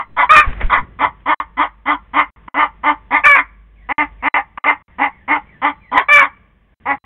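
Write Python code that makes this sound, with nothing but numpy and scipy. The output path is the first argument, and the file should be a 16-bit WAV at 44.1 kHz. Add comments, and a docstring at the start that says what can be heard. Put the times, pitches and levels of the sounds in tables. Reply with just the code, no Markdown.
"""Inside a small wooden coop, close to a network camera's one microphone, over mains hum and soft air noise:
a hen clucks from the start and squawks at 0.3 s, a buzz shaped by throat resonances; a second hen flaps past
until about 1.1 s, in air pulses and rustle, and claws knock on wood. From 1.3 s the stream stalls now and then,
a short mute; a squawk follows at 3.2 s, a far bird chirps in falling whistles from 3.8 to 5.9 s, and a last
squawk comes at 6.1 s. The loudest sounds overload the channel; clucks and stalls go on to the end."""
import sys
import numpy as np
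from scipy import signal
from scipy.fft import rfft, irfft, next_fast_len
from scipy.io import wavfile
from scipy.ndimage import map_coordinates

SR = 44100
rng = np.random.default_rng(int(sys.argv[2]) if len(sys.argv) > 2 else 0)


def log_audio(samples):
    """Write samples as a 16-bit WAV file to the path given in sys.argv[1]."""
    # one column per channel
    frames = np.atleast_2d(samples).T
    # limit to full scale, then quantise
    limited = np.clip(frames, -1, 1)
    pcm = np.round(limited * 32767).astype(np.int16)
    wavfile.write(sys.argv[1], SR, pcm)


N = 310905
TIME = np.arange(N) / SR  # s

# Mains hum: (time [s], level [dB])
HUM_LEVEL = [(0, -61.5), (.41, -42), (.63, -28.5), (.82, -49.5), (1.6, -46.5), (2.26, -50), (2.96, -46),
             (4.2, -42.5), (4.75, -58.5), (5.42, -58), (7.05, -60.5)]
# Colour of the coop and yard noise: (frequency [Hz], relative level [dB per Hz])
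AIR_COLOUR = [(35, -16.5), (60, -5.5), (114, -16), (194, -14), (254, -23.5), (575, -29), (957, -34),
              (1130, -27.5), (1320, -40.5), (1680, -29), (3480, -41), (4520, -73), (7660, -120)]
# Wild bird, far off: (time [s], peak level [dB])
CHIRPS = [(3.751, -57.5), (4.18, -51.5), (4.85, -59), (5.1, -52), (5.45, -51), (5.8, -50)]
# Pulses of air from the wings at the microphone: (time [s], pressure [full scale], half width [s])
WINGBEATS = [(.17, -0.014, 0.07), (0.479, 0.48, 0.0045), (.5, -0.18, 0.014), (0.647, 0.52, 0.0056),
             (0.666, -0.37, 0.0099), (0.799, -0.12, 0.018)]
# Air stirred past the microphone: (time [s], level [dB])
STIRRED_AIR_LEVEL = [(.08, -48.5), (.3, -49), (.43, -44), (.49, -29), (.562, -40), (.634, -26),
                     (.68, -38.5), (.834, -34), (.964, -51.5), (1.084, -35.5), (1.15, -61.5)]
# Feather rustle: (time [s], level [dB])
FEATHER_LEVEL = [(0.44, -32.5), (0.458, -33), (0.596, -41.5), (0.616, -24.5), (0.648, -36), (0.69, -44),
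                 (0.7, -40)]
# Colour of the feather rustle: (frequency [Hz], relative level [dB per Hz])
FEATHER_COLOUR = [(150, -22), (250, -20), (424, -8), (590, -1), (1210, -4), (2070, 0.5), (3480, -19.5),
                  (4520, -42.5), (7660, -120)]
# Claws on the boards: (time [s], peak level [dB], decay by 60 dB [s])
CLAW_KNOCKS = [(.529, -18.5, 0.034), (.612, -13, 0.0287), (1.206, -41, 0.023)]
# Early ring of the boards: (frequency [Hz], decay by 60 dB [s])
COOP_DECAY = [(300, 0.043), (1000, 0.11), (2000, 0.098), (3500, 0.052)]
# Air mode of the open nest drums: (frequency [Hz], width [Hz], level [dB])
DRUM_MODE = (297, 24, -8.5)
# The hen's clucks, and the rough low endings of two squawks (3.343 and 6.2 s), before the shared course:
# (start [s], length [s], crest [dB], onset, first third and ending offsets [dB],
# upper resonance re lower [dB], its late change [dB], pitch [Hz], chest tone [dB], its late change [dB],
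# roughness [0-1], mouth resonance [Hz])
CLUCKS = [ (-.085, .125, -13, 0, 0, -4, -8, 4, 275.6, -40, -0.5, .6, 1101),
          (0.164, .105, -10.5, 2, 2, 1, -9, 4.5, 289.3, -37, 2.5, 0.61, 1098),
          (.695, .115, -10.5, 1.5, 2, 1, -8, 4, 285.9, -38.5, 9, 0.82, 1113),
          (0.988, .11, -11, -2, -2.5, -5.5, -5.5, -3.5, 294.4, -28, -3, 0.7, 1032),
          (1.257, 0.12, -11.5, -1.5, -2.5, -4, -4.5, -1.5, 308.5, -26, -5.5, 0.55, 1071),
          (1.569, .11, -12, -1, -3, -1.5, -6.5, 0, 301.7, -24, -10, .62, 1067),
          (1.854, .112, -12.5, -3, -1, 1.5, -5.5, -6, 296.5, -25.5, 7, 0.6, 1069),
          (2.133, .117, -11, -1.5, -5, -1.5, -4.5, 3, 299.4, -24.5, 0, .5, 1065),
          (2.478, .14, -10, -2.5, -3, 1, -7.5, 3.5, 300.6, -25.5, -3.5, 0.6, 1056),
          (2.832, .112, -10.5, 0, -2.5, 1, -6, -1, 299.9, -27.5, 11, 0.39, 1044),
          (3.106, .117, -12, 0, -2.5, -5.5, -0.5, -0.5, 294, -24.5, -9.5, .6, 981),
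          (3.343, .09, -12.5, 0, -7.5, -8.5, 5, -3.5, 292.5, -39, 14, .75, 1112),
          (3.887, .113, -15.5, 2.5, 0.5, 5, -0.5, 1.5, 299.1, -29.5, 13, 0.19, 987),
          (4.224, .138, -11.5, -2.5, -3.5, 1, -0.5, 0.5, 292.7, -25.5, -3.5, .5, 1000),
          (4.574, 0.12, -12.5, 0, -1, -1, -2.5, 1.5, 296, -30.5, 6, 0.83, 1017),
          (4.983, .111, -14.5, 0.5, 0, 2, -4.5, 4, 286.5, -23.5, 0.5, 0.54, 971.6),
          (5.278, .116, -16, 3.5, 1.5, 6.5, 1, -5, 301.3, -23.5, 1, 0.59, 989),
          (5.616, .109, -14, 2, 3.5, 2, -5.5, -0.5, 294, -26, 6.5, .42, 1009),
          (5.914, .125, -10.5, 0, -5, 1, -9, 7, 290.1, -25, -8, 0.86, 1014),
          (6.2, .09, -17, 0, 0.5, -4, -1.5, 1, 288.8, -33, 2, .55, 1079),
          (6.855, .104, -12, -1.5, -7, -4.5, -5, 1.5, 281.4, -33, 13.5, 0.2, 980), ]
# Course shared by those calls: (share of length [0-1], level re crest [dB], upper resonance change [dB],
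# pitch [ratio], chest tone change [dB], added roughness [-], mouth resonance [ratio])
CLUCK_COURSE = [(0, -16, -2, .83, -13.5, .05, 1.0), (.11, -7.5, -3.5, .85, -11.5, .1, .99),
                (.33, 0.5, 0, .99, 1, -.12, .98), (.55, 0, 0, 1.01, -13, 0.12, 1.032),
                (.78, -7, -5.5, .96, -10, 0.22, 0.97), (1, -25.5, -7.5, .95, -22.5, 0.015, .99)]
# The three squawks, each a list of: (time [s], lower resonance [dB], upper resonance re lower [dB],
# pitch [Hz], roughness [0-1])
SQUAWKS = [
    [(.292, -15.5, 4, 568.4, .4), (.314, -3.5, -10, 619.4, .08), (.345, -5, -8, 631.8, .2),
     (.358, -6.5, -0.5, 610.5, .6), (.382, -10, 3, 602.8, .3), (.41, -11.5, 1, 606.2, .55),
     (.425, -23.5, -3, 590, 0.2), (.45, -19.5, -8, 562.2, 0.3)],
    [(3.235, -28, 5, 562, 0.2), (3.245, -15.5, 6.5, 546.7, 0.8), (3.263, -13.5, 9.5, 599.7, .2),
     (3.28, -11, 1, 583, 0.01), (3.3, -9.5, 2, 574.6, .05), (3.32, -11, 4, 573.5, .08),
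     (3.35, -13.5, 4, 554.7, 0), (3.375, -17.5, 5.5, 515, 0.7)],
    [(6.084, -17.5, 1, 568.6, 0.3), (6.092, -14.5, 2.5, 572.3, 0.3), (6.12, -17, 10, 592.8, 0.02),
     (6.17, -12.5, 9, 574.6, 0.09), (6.18, -11.5, 5.5, 576.3, 0.4), (6.215, -13, 3, 555.3, 0.5),
     (6.24, -17.5, 2, 558, 0.4)],
]
# Chest tone of each squawk: (level re the whole voice [dB])
SQUAWK_CHEST_DB = [-20, -19.5, -16.5]
# Throat in clucks, as lower, upper and top resonance, each a list of: (centre [Hz], width [Hz], level [dB]);
# lower centres count from the mouth resonance, top centres from the FACING frequency
CLUCK_THROAT = [(-86, 210, 9), (172, 430, 2), (-400, 350, -8)], [(2079, 130, 4.5), (1939, 620, 1),
                (2344, 150, -6.5)], [(0, 530, 12), (830, 170, -20)]
# Throat in squawks, laid out likewise: (centre [Hz], width [Hz], level [dB])
SQUAWK_THROAT = [(0.0061, 470, 0)], [(2310, 270, 10.5), (1700, 590, 4)], [(-550, 380, -1.5), (101, 190, 1)]
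# The head turns: (time [s], top resonance re lower [dB], top resonance centre [Hz])
FACING = [(0, -22, 3089), (.4, -24, 3460), (0.999, -22, 3218), (1.6, -20, 3207), (2.15, -20.5, 3118),
          (2.249, -20, 2817), (2.9, -23, 3050), (3.3, -26.5, 3460), (4, -19.5, 2700), (4.7, -18.5, 2734),
          (5.3, -24, 2837), (5.7, -21.5, 3072), (6.2, -20.5, 3400), (7, -31, 2693)]
# Stalls of the camera's stream: (start [s], end [s])
STALLS = [(1.343, 1.401), (2.303, 2.361), (2.485, 2.543), (3.924, 3.982), (4.284, 4.342), (4.583, 4.641),
          (4.823, 4.881), (6.743, 6.801), (6.983, 7.041)]

AIR_DB = -51.5  # centre of the wavering air level
UNEVEN_DB = 1  # random departure of each cluck from the shared course
ONSET_SHARE, THIRD_SHARE, TOP_SHARE, END_SHARE = 0.088, .33, .55, .78  # shares of a cluck's length
SQUAWK_MOUTH = 2.01  # mouth resonance as a multiple of the pitch
PITCH_JITTER = .04  # relative pitch waver at full roughness
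ATTACK_S, RELEASE_S = .003, .0033
CONVERTER_HZ = 8000  # sample rate of the camera's converter
VOICE_BAND_HZ, TOP_HZ = 3804, 15700  # upper limits of the voice channel and of the output


def amp(db):
    """Gain of a level in dB."""
    return 10 ** (np.asarray(db) / 20)


def unit(x):
    """x at rms 1."""
    return x / np.sqrt(np.mean(x ** 2) + 1e-20)


def along(points, hz):
    """Value at hz of (Hz, value) points joined on a log frequency axis."""
    f, v = np.transpose(points)
    return np.interp(np.log(hz + 1), np.log(f + 1), v)


def level(rows):
    """Gain per sample of a (s, dB) curve, at -150 dB outside it."""
    s, db = np.transpose(rows)
    return amp(np.interp(TIME, s, db, -150, -150))


def wobble(rate, size=N, count=1):
    """Smooth random curves with rate knots a second."""
    knots = rng.standard_normal((count, int(size * rate / SR) + 4))
    position = np.arange(size) * rate / SR
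    return np.squeeze([map_coordinates(row, [position]) for row in knots])


def filtered(x, response):
    """x shaped by a response given as a function of frequency."""
    m = next_fast_len(len(x) + 8192)
    spectrum = rfft(x, m) * response(np.fft.rfftfreq(m, 1 / SR))
    return irfft(spectrum, m)[:len(x)]


def noise(gain, size=N):
    """Coloured noise of rms 1."""
    return unit(filtered(rng.standard_normal(size), gain))


def resonances(modes, hz):
    """Summed gain of steep (Hz, width Hz, dB) resonances."""
    total = 0
    for centre_hz, width_hz, db in modes:
        bell = 1 / (1 + (2 * (hz - centre_hz) / width_hz) ** 2)
        total = total + amp(db) * bell ** 1.5
    return total


def add(into, sound):
    """Mix a sound into the start of a longer one."""
    into[:len(sound)] += sound


def background():
    """Mains hum wavering in level and phase, over soft air noise of drifting level."""
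    phase = 2 * np.pi * 49.8 * TIME + 0.29 * wobble(4.2)
    hum = np.sqrt(2) * level(HUM_LEVEL) * amp(1.2 * wobble(18)) * np.sin(phase)
    air = amp(AIR_DB + 2.7 * wobble(3.6)) * noise(lambda f: amp(along(AIR_COLOUR, f)))
    return hum + air


def far_bird():
    """Short falling whistles whose pitch flutters fast, so that they sound hoarse."""
    out = np.zeros(N + SR)
    t = np.arange(int(.13 * SR)) / SR
    swell = np.sin(np.pi * t / t[-1]) ** 0.68
    for s, db in CHIRPS:
        hz = 2400 - 5500 * t + 70 * wobble(160, size=len(t))
        whistle = np.sin(2 * np.pi * np.cumsum(hz) / SR)
        add(out[round(s * SR):], amp(db) * swell * whistle)
    return out[:N]


def wings():
    """Each beat sends a pulse of air at the microphone; stirred air rumbles and feathers rustle."""
    pushes = sum(size * np.exp(-((TIME - s) / half) ** 2) for s, size, half in WINGBEATS)
    stirred = level(STIRRED_AIR_LEVEL) * noise(lambda f: (f > 40) / (1 + (f / 150) ** 2))
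    feathers = amp(1.8 * wobble(60)) * noise(lambda f: amp(along(FEATHER_COLOUR, f)))
    return pushes + stirred + level(FEATHER_LEVEL) * unit(feathers)


def claws():
    """Dry little knocks on wood: bursts of resonant noise that die away exponentially."""
    out = np.zeros(N)
    t = np.arange(SR // 10) / SR
    for s, peak_db, t60 in CLAW_KNOCKS:
        tick = noise(lambda f: resonances([(1088, 900, 0), (2108.4, 2300, -2)], f), size=len(t))
        # the rms of the tick starts 8.5 dB below the peak level
        decay = amp(peak_db - 8.5 - 60 * t / np.clip(t60, .01, .06))
        add(out[round(s * SR):], decay * tick)
    return out


def coop(x, ring_db):
    """Close boards answer fast above the bass; a weaker ring six times as long follows."""
    hz, t, z = signal.stft(rng.standard_normal(SR // 2), SR, nperseg=256)
    t60 = along(COOP_DECAY, hz)[:, None]
    decay = amp(-60 * t / t60) + amp(ring_db - 60 * t / (6 * t60))
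    tail = signal.istft(z * decay, SR, nperseg=256)[1]
    tail = filtered(tail, lambda f: 1 / (1 + (450 / (f + 1)) ** 6))
    delayed = np.pad(x, (150, 0))  # samples, about 3.4 ms
    return signal.fftconvolve(delayed, tail / np.linalg.norm(tail))[:N]


def drums(x):
    """The open nest drums hum along at their one low air mode."""
    centre_hz, width_hz, db = DRUM_MODE

    def mode(f):
        damping = 1j * f * width_hz
        return amp(db) * damping / (centre_hz ** 2 - f * f + damping)
    return filtered(x, mode)


def held_up(s):
    """Seconds lost in stalls that have ended by time s."""
    return sum((end - start) * (s >= end) for start, end in STALLS)


def cluck_course(start, length, crest_db, onset_db, third_db, end_db, upper_db, upper_late_db,
                 hz, chest_db, chest_late_db, rough, mouth_hz):
    """The shared course of throat and syrinx, stretched and set to this call's voice, a little uneven."""
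    share, db, upper, pitch, chest, rougher, mouth = np.transpose(CLUCK_COURSE)
    own_shares = [ONSET_SHARE, THIRD_SHARE, TOP_SHARE, END_SHARE]
    own_db = np.interp(share, own_shares, [onset_db, third_db, 0, end_db])
    late = np.interp(share, [THIRD_SHARE, TOP_SHARE], [0, 1])
    uneven = UNEVEN_DB * rng.standard_normal((2, len(share)))
    lower_course = crest_db + db + own_db + uneven[0]
    upper_course = upper_db + upper + late * upper_late_db + uneven[1]
    chest_course = chest_db + chest + late * chest_late_db
    return np.transpose([start + length * share, lower_course, upper_course, hz * pitch,
                         chest_course, rough + rougher, mouth_hz * mouth])


def squawk_course(rows, chest_db):
    """Chest tone follows the level of the whole voice, and the mouth resonance follows the pitch."""
    s, low_db, upper_db, hz, rough = np.transpose(rows)
    whole_db = low_db + 10 * np.log10(1 + amp(upper_db) ** 2)
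    return np.transpose([s, low_db, upper_db, hz, whole_db + chest_db, rough, SQUAWK_MOUTH * hz])


def call(rows, throat):
    """The syrinx buzzes at the pitch; as it roughens, cycles waver and break into flickering half-pitch partials."""
    s, *cols = np.transpose(rows)
    t = np.arange(s[0], s[-1], 1 / SR)
    low_db, high_db, hz, chest_db, rough, mouth_hz = [np.interp(t, s, c) for c in cols]
    turn_s, *turns = np.transpose(FACING)
    top_db, top_hz = [np.interp(t, turn_s, c) for c in turns]
    rough = np.clip(rough, 0, 1)
    wavering_hz = hz * (1 + PITCH_JITTER * rough * wobble(120, size=len(t)))
    phase = 2 * np.pi * np.cumsum(wavering_hz) / SR

    # partials at 1.5, 2, 2.5... times the pitch; the chest tone is the fundamental
    k = np.arange(3, 2 + CONVERTER_HZ // min(hz))[:, None] / 2
    start = rng.uniform(0, 2 * np.pi, k.shape)
    steady = (k % 1 == 0) * np.cos(k * phase + start)
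    flicker = wobble(.4 * np.mean(hz), size=len(t), count=len(k)) * np.sin(k * phase + start)
    out = amp(chest_db) * np.sin(2 * np.pi * np.cumsum(hz) / SR)

    levels_db = (low_db, low_db + high_db, low_db + top_db)
    for modes, db, zero_hz in zip(throat, levels_db, (mouth_hz, 0, top_hz)):
        gains = resonances(modes, k * hz - zero_hz) * (k * hz < CONVERTER_HZ / 2)
        # gains[1::2] are the whole multiples of the pitch
        buzz = np.sum(gains * steady, 0) / np.linalg.norm(gains[1::2], axis=0)
        rasp = np.sum(gains * flicker, 0) / np.linalg.norm(gains, axis=0)
        out += amp(db) * (np.sqrt(1 - rough) * buzz + np.sqrt(rough) * rasp)
    fade_in = np.clip((t - t[0]) / ATTACK_S, 0, 1)
    fade_out = np.clip((t[-1] - t) / RELEASE_S, 0, 1)
    return np.sqrt(2) * out * fade_in * fade_out


def hen():
    """The near hen's clucks and squawks as voiced, placed on a clock without the stalls."""
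    voice = np.zeros(N + SR)
    clucks = [cluck_course(*row) for row in CLUCKS]
    squawks = [squawk_course(rows, db) for rows, db in zip(SQUAWKS, SQUAWK_CHEST_DB)]
    for calls, throat in ((clucks, CLUCK_THROAT), (squawks, SQUAWK_THROAT)):
        for rows in calls:
            sound = call(rows, throat)
            first = round((rows[0][0] - held_up(rows[0][0])) * SR)
            add(voice[max(first, 0):], sound[max(-first, 0):])  # the first cluck is already under way
    return voice[:N]


def scene():
    """Everything at the single microphone; a call caught by a stall goes on after it."""
    voice, bird = hen(), far_bird()
    near = voice + amp(-7) * coop(voice, ring_db=-34.0) + drums(voice)
    stalled = np.arange(N) - np.round(held_up(TIME) * SR).astype(int)
    near = near[stalled]
    far = bird + amp(1.0) * coop(bird, ring_db=-13.5)  # echoes 1 dB over the direct sound
    return (near + far + wings() + claws() + background())[None]


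def record(dry):
    """The input saturates, stalls mute it, a slow converter folds overtones back and the peaks clip."""
    squeezed = dry[0] / (1 + np.abs(dry[0] / 0.99) ** 6) ** (1 / 6)
    live = np.ones(N)
    for start, end in STALLS:
        away = np.abs(TIME - start)
        fading = amp(-30 - 900 * away) + amp(-9000 * away)  # a quick drop and a weak slower tail
        live = np.where((TIME > start) & (TIME < end), fading, live)
    ticks = np.arange(0, N / SR, 1 / CONVERTER_HZ)
    samples = map_coordinates(squeezed * live, [ticks * SR])
    samples *= 1 + amp(-32.0) * rng.standard_normal(len(ticks))  # grainy noise that grows with the sound
    resampled = signal.resample(samples, round(len(ticks) * SR / CONVERTER_HZ))[:N]
    band = filtered(resampled, lambda f: 1 / (1 + (f / VOICE_BAND_HZ) ** 30))
    played = np.clip(band, -.99, .99) + amp(-91) * rng.standard_normal(N)  # faint hiss
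    return filtered(played, lambda f: f < TOP_HZ)[None]


dry = scene()
out = record(dry)
log_audio(out)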